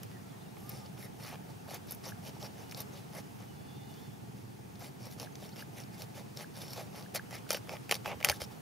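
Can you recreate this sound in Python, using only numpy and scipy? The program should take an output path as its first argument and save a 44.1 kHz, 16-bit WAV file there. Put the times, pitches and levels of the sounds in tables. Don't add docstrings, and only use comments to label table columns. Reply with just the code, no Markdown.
import sys
import numpy as np
from scipy import signal
from scipy.fft import rfft, irfft, next_fast_len
from scipy.io import wavfile
from scipy.ndimage import uniform_filter1d, map_coordinates

SR = 44100
rng = np.random.default_rng(int(sys.argv[2]) if len(sys.argv) > 2 else 0)


def ratio(d):
    e = np.asarray(d, float) / 20
    return 10 ** e


def store_wav(level_fs):
    pcm = np.round(np.clip(np.atleast_2d(level_fs), -1, 1) * 32767)
    wavfile.write(sys.argv[1], SR, pcm.T.astype(np.int16))


N = 379693
T = np.arange(N) / SR

# time in seconds, engine casing in dB, air in dB.
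FAR_LEVELS = [(0.0, -66, -59), (0.84, -60.5, -60.5), (1.7, -63.5, -60), (2.68, -63, -58.5),
              (4.56, -65, -61.5), (5.23, -61.5, -60.5), (8.06, -65, -58), (8.61, -61, -59)]
# frequency in Hz, level in dB per Hz.
ENGINE_TONE = [(15, -77), (25, -80), (70, -14), (78, -15), (108, -3.5), (216, -9.5), (249, -10),
               (281, -11.5), (408, -19.5), (472, -21), (600, -37), (780, -77), (1320, -120)]
# frequency in Hz, level in dB per Hz.
CASING_TONE = [(500, -30), (690, -5.0), (780, -5), (900, -5.0), (1000, -46), (1300, -34)]
# frequency in Hz, level in dB per Hz.
AIR_TONE = [(120, -25), (200, 0.5), (227, -13.5), (249, -15.5), (278, -9), (416, -7.5), (577, -14.5),
            (848, -14), (2230, -22.5), (2490, -22), (3870, -27), (5090, -27), (15800, -33)]
# frequency in Hz, likeness from -1 to 1.
LIKENESS = [(35, .1), (70, 0.54), (130, 0.78), (290, -0.36), (640, -0.41), (1410, -0.23), (3100, 0.21),
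            (6820, 0.63), (15000, 0.51)]
# start in seconds, length in seconds, first pitch in Hz, last pitch in Hz, level in dB.
BIRD_NOTES = [
    (.54, .36, 1000, 1255, -64.5),
    (3.5, .6, 3350, 3530, -66),
    (3.56, .42, 2830, 2890, -70),
    (3.55, .5, 4430, 4510, -74),
    (.1, .1, 1950, 1850, -65),
    (3.44, .13, 3080, 2990, -69),
    (2.57, .14, 3000, 2960, -68),
    (8.11, .08, 3000, 3100, -66),
    (4.03, .15, 3520, 3480, -72),
    (3.2, .12, 3000, 3020, -71),
]
# time in seconds, pitch in Hz, level in dB, sweep in Hz per second,
# half length in seconds.
CHIRPS = [(.305, 3480, -64, 0, .012), (.415, 3570, -64, 3000, .012), (.465, 2780, -63, -12000, .01),
          (.49, 3720, -66, 0, .01), (.425, 4120, -67, 5000, .01), (0.17, 1780, -61, -5000, .01),
          (.345, 1850, -66, 3000, .02), (5.528, 4350, -57, 80000, .009), (5.537, 4900, -60, 8000, .005),
          (3.985, 3220, -63, 10500, .035), (3.7, 3430, -63, -6000, .015), (3.775, 3200, -67, -6000, .012),
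          (4.05, 4400, -68, 0, .025), (.065, 3200, -68, 0, .012), (0.15, 3080, -68, 0, .01),
          (.12, 3800, -67, 0, .01), (0.33, 3280, -71, 2000, .025), (.27, 1350, -66, 1000, .03),
          (.38, 1250, -66, -2000, .02), (.31, 2150, -68, 0, .012)]

# time in seconds, peak in dB, pitch in Hz.
SMACKS = [(2.1211, -34.5, 1640), (2.366, -37, 800), (5.2714, -39.5, 1640), (5.624, -35, 1650),
          (6.4434, -37, 1630), (6.945, -37, 800), (7.061, -41, 1670), (7.195, -30, 1650),
          (7.466, -42, 1450), (7.573, -38, 1510), (8.325, -27.5, 1660)]
# time in seconds, peak in dB.
FOOT_SLIPS = [
    (8.29, -36.5),
    (8.41, -43),
    (8.15, -47),
]

# frequency in Hz, width in Hz, height over the broad colour in dB.
BODY_MODES = [(572, 350, 8), (827, 85, 10)]
# frequency in Hz, width in Hz, height over the broad colour in dB.
BLADE_MODES = [(2330, 770, 3.5), (3093, 33, 0.76), (4610, 210, 3.5), (5460, 840, 4.7), (6320, 310, 2),
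               (7350, 130, 4), (9520, 44, 3), (9750, 64, 4), (11000, 130, 4.5), (11680, 120, 6),
               (14400, 300, 6.3)]
# frequency in Hz, level in dB per Hz.
BODY_TONE = [(200, -35), (380, -3.5), (450, -0.5), (900, -4.5), (1200, -3), (1800, -27), (5000, -41)]
# frequency in Hz, level in dB per Hz.
FLEX_TONE = [(700, -39), (1100, 1.5), (2000, -1.5), (3300, -2.5), (4200, -12.5), (9000, -20.5)]
# frequency in Hz, level in dB per Hz.
FACE_TONE = [(100, -40), (350, -10), (2800, -10), (3800, 3), (6000, -3), (7400, -6), (9000, -17.5)]
# frequency in Hz, level in dB per Hz.
EDGE_TONE = [(100, -38), (400, -12), (3500, -9.5), (6500, -5.5), (8200, -2), (9500, 1.5), (12000, 0),
             (15000, -10), (16500, -24)]
# frequency in Hz, level in dB per Hz.
TIP_TONE = [(200, -45), (9000, -28.5), (10500, 1), (12000, 5.5), (14500, -3), (16000, -14)]

# start in seconds, length in seconds,
# rasp in dB, lean in dB.
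STROKES = [(.546, .133, -78, -11), (.655, 0.16, -58, 1.5), (1.462, .07, -63, 6.5), (1.673, 0.11, -50, 3.5),
           (1.869, 0.083, -53.5, 0), (2.029, 0.09, -49, 3), (2.222, 0.092, -55, 3), (2.395, .088, -53, 3),
           (2.555, 0.1, -57, 5), (2.756, 0.078, -51.5, 1), (3.121, 0.095, -53, 3), (3.857, 0.26, -66.5, 0),
           (4.789, 0.11, -54, 2.5), (4.987, 0.12, -58, 4), (5.173, 0.1, -54, 3), (5.729, 0.11, -56.5, 3),
           (5.977, 0.076, -54, 0), (6.136, .093, -56.5, 2.5), (6.359, .087, -51, 2),
           (6.537, 0.08, -55.5, 2), (6.647, 0.24, -55, 2), (6.755, 0.068, -56, 7.5),
           (6.923, 0.098, -54, 4.5), (7.139, 0.044, -41, 1), (7.297, 0.099, -50, 5)]
# start in seconds, length in seconds,
# rasp in dB, lean in dB.
SWELLS = [
    (.965, 0.11, -57.5, 3),
    (1.173, 0.17, -53.5, 4),
    (2.905, 0.11, -58.5, 5),
    (5.371, 0.11, -58.5, 2.5),
    (5.553, 0.085, -54, 2),
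    (7.68, 0.088, -49, 6),
]
# start in seconds, length in seconds, rasp in dB, lean in dB.
CUTS = [
    (7.485, .11, -42, 0.5),
    (7.891, 0.089, -44, 2),
    (8.045, 0.063, -44.5, 10.5),
    (8.085, 0.072, -53.5, 19),
    (8.196, .038, -61, 14),
    (8.238, 0.042, -37, 7.5),
    (8.276, 0.052, -38, 4.5),
    (8.321, 0.057, -49, -1),
    (8.398, 0.059, -46, 0),
]
# start in seconds, length in seconds, rasp in dB, lean in dB.
GRAZES = [(.02, 0.041, -62, -2), (.104, .036, -68, 3), (.782, 0.12, -65, 3), (.843, .025, -58.5, 9.5),
          (1.326, 0.031, -57, 16.5), (2.324, .075, -62, 6), (2.711, 0.021, -56, -6),
          (3.384, 0.071, -56.5, 4.5), (4.345, 0.09, -66, -4), (5.101, .051, -58, -5),
          (5.471, 0.1, -61.5, 1), (5.919, 0.068, -58.5, 1), (6.604, 0.068, -49, -0.5),
          (7.016, 0.065, -63, 5), (8.506, .032, -59, 0)]
# its table, share of the length spent rising,
# body and edge level against the rasp at no lean in dB.
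CONTACT_KINDS = [
    (STROKES, 0.54, -.6),
    (SWELLS, 0.69, -0.75),
    (CUTS, .33, -7),
    (GRAZES, 0.38, -7),
]

# time in seconds, peak in dB, lean in dB.
ON_EDGE = [(.6938, -38, -8), (1.7444, -38, 0), (1.8711, -48, 6), (1.909, -37, -6), (1.921, -38, -17),
           (1.948, -41, -7), (2.805, -34, -3), (1.288, -48, 4), (2.817, -43, -4), (4.794, -51, -4),
           (5.0557, -43, 7), (5.622, -50, -6), (7.1486, -32, -1), (7.164, -40, -2), (7.5294, -28, 8),
           (7.533, -32, 12)]
# time in seconds, peak in dB, lean in dB.
ON_FACE = [(.861, -50, 2), (2.6958, -48, 4), (2.7122, -46, -9), (2.747, -41, 7), (2.7746, -42, -5),
           (4.756, -54, 2), (5.113, -48, -6), (5.124, -50, -4), (5.23, -48, 4), (5.3547, -42.5, 9),
           (5.4919, -48, 7), (5.8365, -48.5, 4), (6.0082, -47, 10), (6.02, -40, -10), (6.3723, -39, 6),
           (6.556, -49, 1), (6.6175, -41, -4), (6.6812, -43, 8), (6.7332, -39, -10), (7.0254, -49, 5),
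           (7.4774, -56, 2), (7.4924, -50, 0), (7.9427, -31.5, -6), (7.953, -33.5, -6)]
# time in seconds, peak in dB, lean in dB.
BENDING = [(.0327, -47, -20.5), (.1151, -51.5, -2), (.5684, -52.5, 12), (.9787, -52, 0), (1.3444, -50, 8),
           (1.356, -45.5, 5), (1.6845, -52, 7), (1.708, -42, -6), (2.7227, -42.5, -10), (7.1914, -51, 12),
           (7.3281, -44, 15), (7.5094, -34, 0), (7.5461, -28, 7), (7.5707, -38, -11), (7.674, -53, 12),
           (7.6936, -39, 18), (7.768, -45, 12), (7.894, -31.5, 0), (7.9228, -21, 4.5), (8.0466, -47, -8),
           (8.0588, -34.5, 17.5), (8.2033, -42.5, 14), (8.2114, -41, 9), (8.2276, -34, 2),
           (8.2714, -35, -4), (8.3157, -33, -13), (8.4048, -42, 9)]
# time in seconds, peak in dB, lean in dB.
JOLTING_ALL = [(2.0917, -51, -7), (2.4274, -49.5, 12.5), (3.15, -51, -9), (4.8429, -59, -2),
               (5.182, -62, 7), (5.1987, -42, 7), (7.1583, -32, -1), (7.309, -47, 4), (7.5057, -26.5, -1),
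               (7.5174, -38, -9), (7.9121, -23.5, -1), (8.2468, -20.5, -8.5), (8.2877, -26.5, 0),
               (8.2976, -22.5, 6), (8.4175, -36, 1)]
# its table, level into body, flex, face, edge and tip in dB,
# change of those five levels in dB for 1 dB of lean.
SNAP_KINDS = [
    (ON_EDGE, (-13, -38, -31, -2.5, 1.5), (0.77, 1, 1, 0.11, -0.32)),
    (ON_FACE, (-14, -26, 1.5, -8.5, -14), (1, 0.52, 0.14, -0.94, -.9)),
    (BENDING, (-7, 1.5, -26, -11.5, -16), (0.74, 0.14, 0.15, -0.89, -1.1)),
    (JOLTING_ALL, (-0.8, -3.5, -0.5, -0.5, -12), (0.92, -0.15, 0.63, -0.64, -.6)),
]

# frequency in Hz, level in dB, time to fall by 60 dB in seconds.
FREE_RING = [
    (3173, -15, 0.06),
    (4640, -20, 0.046),
    (6420, -22, .05),
    (7350, -28, 0.051),
    (9740, -19, .065),
]
# start in seconds, length in seconds,
# pitch in Hz, level in dB.
HELD_NOTES = [(0.68, .1, 2300, -64), (0.98, 0.11, 2040, -59.5), (0.98, .095, 5500, -63),
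              (0.72, 0.12, 5400, -63), (.7, .08, 9450, -63), (.98, .09, 11100, -61), (.98, .09, 11700, -63),
              (.99, .08, 9600, -63), (1.18, .15, 4400, -64), (2.92, .04, 6300, -61), (7.14, .05, 4300, -49),
              (3.14, .05, 11700, -62), (1.22, .12, 1970, -58.5), (1.19, .13, 5400, -62),
              (1.27, .08, 2460, -60), (3.14, .07, 2100, -59), (5.56, .07, 2760, -59),
              (5.57, 0.065, 4800, -58), (7.15, 0.039, 2250, -49), (7.31, 0.086, 2100, -55),
              (7.7, .07, 2400, -54), (8.058, .04, 2600, -47), (8.095, 0.047, 2350, -50),
              (8.06, 0.083, 950, -46.5), (8.065, .03, 11400, -52.5), (6.6, .2, 5400, -59),
              (2.4, .08, 5500, -60)]
# time in seconds, pitch in Hz, level in dB,
# time to fall by 60 dB in seconds.
PINGS = [(8.2467, 9706, -31, .058), (8.2467, 8600, -38, .08), (8.2467, 2000, -34, .06),
         (7.5056, 2420, -33, .04), (7.953, 9550, -44, .05), (7.9228, 2514, -35, .05),
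         (8.4174, 3170, -41, .06), (8.4174, 3700, -46, .04), (8.2976, 11050, -36, .03),
         (8.3157, 9400, -41, .06), (8.335, 1750, -40, .02), (5.325, 6450, -53, .04),
         (5.45, 4600, -48, 0.016), (5.462, 5500, -46, .015), (5.481, 5500, -51, .02),
         (8.1, 1500, -42, .012), (8.139, 1200, -44, .012), (7.581, 5500, -46, .012),
         (5.215, 11050, -47, .06), (5.11, 13500, -52, .04), (.862, 5100, -48, .015),
         (8.2976, 566, -32, .04), (7.193, 11000, -48, .012), (7.672, 11000, -50, .012)]


def unit(x):
    return x / np.sqrt(np.mean(x ** 2) + 1e-20)


def along(points, hz):
    f, v = np.transpose(points)
    return np.interp(np.log(hz + 1), np.log(f + 1), v, left=v[0], right=v[-1])


def wobble(rate):
    knots = rng.standard_normal(int(N * rate / SR) + 4)
    return map_coordinates(knots, [T * rate])


def filtered(x, response):
    m = next_fast_len(N + SR // 2)
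    return irfft(rfft(x, m) * response(np.fft.rfftfreq(m, 1 / SR)), m)[..., :N]


def patches(x, patchy_db, tall, long):
    z = signal.stft(x, nperseg=512)[2]
    field = rng.standard_normal(z.shape[1:])
    field = uniform_filter1d(field, size=tall, axis=0)
    field = uniform_filter1d(field, size=long, axis=1)
    gain = ratio(patchy_db * unit(field))
    return signal.istft(z * unit(gain), nperseg=512)[1][:, :N]


def spread(pair, spectrum):
    def shares(hz):
        turn = np.arccos(np.clip(along(LIKENESS, hz), -1, 1)) / 2
        return ratio(along(spectrum, hz)) * [np.cos(turn), np.sin(turn)]

    mid, side = filtered(pair, shares)
    return unit(np.array([mid + side, mid - side]))


def air():
    noise = patches(rng.standard_normal((2, N)), patchy_db=0.86, tall=6, long=12)
    return spread(noise, AIR_TONE)


def engine():
    firing_hz = 19.3
    turns = np.cumsum(firing_hz * (1 + .012 * wobble(.7) + 0.01536 * wobble(12))) / SR
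    firings = np.diff(np.floor(turns), prepend=0) * ratio(1.1 * wobble(25))
    echoes = rng.standard_normal((2, 3000)) * ratio(-60 * T[:3000] / 0.1)
    beat = signal.fftconvolve(firings[None], echoes, axes=1)[:, :N]
    throb = 1 + 0.21 * np.cos(2 * np.pi * turns)
    roar = rng.standard_normal((2, N)) * throb
    rumble = spread(roar + 0.88 * unit(beat + 0.77 * beat[:1]), ENGINE_TONE)
    casing = spread(rng.standard_normal((2, N)) * throb, CASING_TONE)
    return rumble * ratio(.4 * wobble(3)), casing * ratio(1.5 * wobble(5))


def birds():
    rise, fall, fade_db, glide = .3, .2, 10, .2
    out = np.zeros(N)
    for s, length, first_hz, last_hz, db in BIRD_NOTES:
        u = (T - s) / length
        hz = last_hz + (first_hz - last_hz) * np.exp(-np.clip(u, 0, 1) / glide)
        phase = 2 * np.pi * np.cumsum(hz + 26 * wobble(12) + 30 * wobble(40)) / SR
        shape_db = np.interp(u, [0, rise, 1 - fall, 1], [-fade_db, 0, 0, -fade_db], -150, -150)
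        out += ratio(db - .5 + shape_db + 3.2 * wobble(30)) * np.sin(phase)
    for s, hz, db, sweep, half in CHIRPS:
        t = T - s
        out += ratio(db) * np.exp(-(t / half) ** 2) * np.sin(2 * np.pi * t * (hz + sweep * t / 2))
    return out


def foot_slips():
    out, t = np.zeros(N + SR), T[:4000]
    for s, db in FOOT_SLIPS:
        shape = (t / .014 * np.exp(1 - t / .014)) ** 2
        out[round(s * SR):][:len(t)] += ratio(db) * shape * np.sin(2 * np.pi * 80 * t)
    return out[:N]


def smacks():
    swell_s, rises = .0012, 12
    out, t = np.zeros(N + SR), T[:4000]
    shape = t / swell_s * np.exp(1 - t / swell_s)
    for s, db, hz in SMACKS:
        note = np.sin(2 * np.pi * hz * t * (0.934 + rises * t))
        out[round(s * SR):][:len(t)] += ratio(db - 5.5) * shape * note
    return out[:N]


def friction(grain_db, rate):
    lifts = (rng.random(N) < rate / SR) * ratio(grain_db * np.minimum(rng.exponential(size=N), 2))
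    life = ratio(-60 * T[:400] / 0.0047)
    grains = 1 + np.convolve(lifts, life)[:N]
    return unit(rng.standard_normal(N) * grains * ratio(1.17 * wobble(60)))


def ringing():
    ring_grows = .85
    out, t = np.zeros(N + SR), T[:6000]
    hz, level_db, t60 = np.transpose(FREE_RING)[:, :, None]
    for s, db, lean_db in JOLTING_ALL:
        chance_db = 2.5 * rng.standard_normal(hz.shape)
        fade = ratio(ring_grows * db + level_db + chance_db - 60 * t / t60)
        modes = fade * np.sin(2 * np.pi * hz * t)
        out[round(s * SR):][:len(t)] += modes.sum(axis=0)
    return out[:N]


def singing():
    width_hz = 280
    out, force = np.zeros(N + SR), friction(grain_db=4, rate=150)
    for s, length, hz, db in HELD_NOTES:
        t = T[:int(length * SR)]
        mode = np.exp(-np.pi * width_hz * T[:600]) * np.sin(2 * np.pi * hz * T[:600])
        tone = np.convolve(force[round(s * SR):][:len(t)], mode)[:len(t)]
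        swell = np.abs(np.sin(np.pi * t / length)) ** .6
        out[round(s * SR):][:len(t)] += ratio(db) * unit(tone) * swell
    t = T[:5000]
    for s, hz, db, t60 in PINGS:
        fade = ratio(db - 60 * t / t60) * (1 - np.exp(-t / .0006))
        out[round(s * SR):][:len(t)] += fade * np.sin(2 * np.pi * hz * t)
    return out[:N]


def scratches():
    per_s, scratch_db, t60_s = 110, 5, 0.0057
    size_db = scratch_db * np.minimum(rng.exponential(size=N), 2) - 3.5
    lifts = (rng.random(N) < per_s / SR) * ratio(size_db)
    life = ratio(-60 * T[:400] / t60_s)
    return unit((1 + np.convolve(lifts, life)[:N]) * ratio(1.44 * wobble(45)))


def knock_response(tone, modes, ring_db):
    hz = np.fft.rfftfreq(8192, 1 / SR)
    bumps = sum(ratio(db + ring_db) / (1 + (2 * (hz - c) / w) ** 2) for c, w, db in modes)
    cep = irfft(np.log(ratio(along(tone, hz)) * (1 + bumps) + 1e-6))
    cep[1:len(hz) - 1] *= 2
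    cep[len(hz):] = 0
    h = irfft(np.exp(rfft(cep)))[:len(hz)]
    return h / np.linalg.norm(h)


def radiate(forces, ring_db):
    pairs = [(BODY_TONE, BODY_MODES), (FLEX_TONE, BLADE_MODES), (FACE_TONE, BLADE_MODES),
             (EDGE_TONE, BLADE_MODES), (TIP_TONE, BLADE_MODES)]
    responses = [knock_response(*pair, ring_db) for pair in pairs]
    return signal.fftconvolve(forces, responses, axes=1)[:, :N]


def rubbing():
    press = np.zeros((5, N))
    for rows, rising, sides_db in CONTACT_KINDS:
        for s, length, db, lean_db in rows:
            near = slice(max(0, int(s * SR) - SR // 10), int(s * SR) + SR // 2)
            reach = np.interp(T[near], [s, s + rising * length, s + length], [0, 1, 0])
            body_db, edge_db = sides_db + lean_db, sides_db - lean_db
            shares_db = np.array([body_db - 2.0, 0.51 * body_db - 5.5, 0.5 * edge_db - .6,
                                  edge_db - 1.0, edge_db - .6 * lean_db - 7])
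            press[:, near] += ratio(db + 1.0 + shares_db)[:, None] * np.sin(reach * np.pi / 2) ** 0.78
    forces = np.array([friction(grain_db=3.5, rate=220) for part in press])
    forces = patches(forces, patchy_db=2.32, tall=9, long=6) * scratches()
    return radiate(press * forces, ring_db=-1.5)


def snapping():
    snap, t = np.zeros((5, N + SR)), T[:1500]
    for rows, parts_db, leaning in SNAP_KINDS:
        for s, db, lean_db in rows:
            burst = rng.standard_normal(len(t)) * (ratio(-60 * t / 0.01) + 0.2 * ratio(-60 * t / 0.04))
            burst = burst / np.linalg.norm(burst)
            burst[0] = 0.58
            shares_db = np.add(parts_db, np.multiply(leaning, lean_db))
            snap[:, round(s * SR):][:, :len(t)] += ratio(db + 15 + shares_db)[:, None] * burst
    return radiate(snap[:, :N], ring_db=0.0)


def ground_echo(near):
    tail = rng.standard_normal((2, 2500)) * ratio(-60 * T[:2500] / .03)
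    tail = np.diff(tail, prepend=0) + 1.0 * tail
    return ratio(-5.5) * signal.fftconvolve(near, tail / np.linalg.norm(tail[0]), axes=1)[:, :N]


def scene():
    times, *levels = np.transpose(FAR_LEVELS)
    drone_db, air_db = (np.interp(T, times, level) for level in levels)
    rumble, casing = engine()
    motor = ratio(-53 + 4.0) * rumble * ratio([[-1.1], [1.1]]) + ratio(drone_db + 4.0) * casing
    far = motor + ratio(air_db + 6.5) * air()
    body, flex, face, edge, tip = rubbing() + snapping()
    blade = flex + face + smacks() + foot_slips() + ringing()
    near = body * ratio([[-.8], [.8]]) + blade * ratio([[-.6], [.6]])
    near = near + (edge + tip) * ratio([[.2], [-.2]]) + singing() * ratio([[-.5], [.5]])
    return near + ground_echo(near) + far * ratio([[-.3], [.3]]) + birds() * ratio([[-1.5], [1.5]])


def top_cut(x):
    return signal.sosfilt(signal.butter(12, 16830, fs=SR, output="sos"), x)


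def record(dry):
    def response(hz):
        narrow = .8 / (1 + ((hz - 7580) / 50) ** 2)
        wide = .15 / (1 + ((hz - 7900) / 500) ** 2)
        top_hz = 15720
        top = (hz < top_hz) + ratio(-35) * (hz >= top_hz) * (hz < top_hz + 800)
        return (1 - narrow - wide) * top

    return top_cut(filtered(dry, response))


dry = scene()
out = record(dry)
store_wav(out)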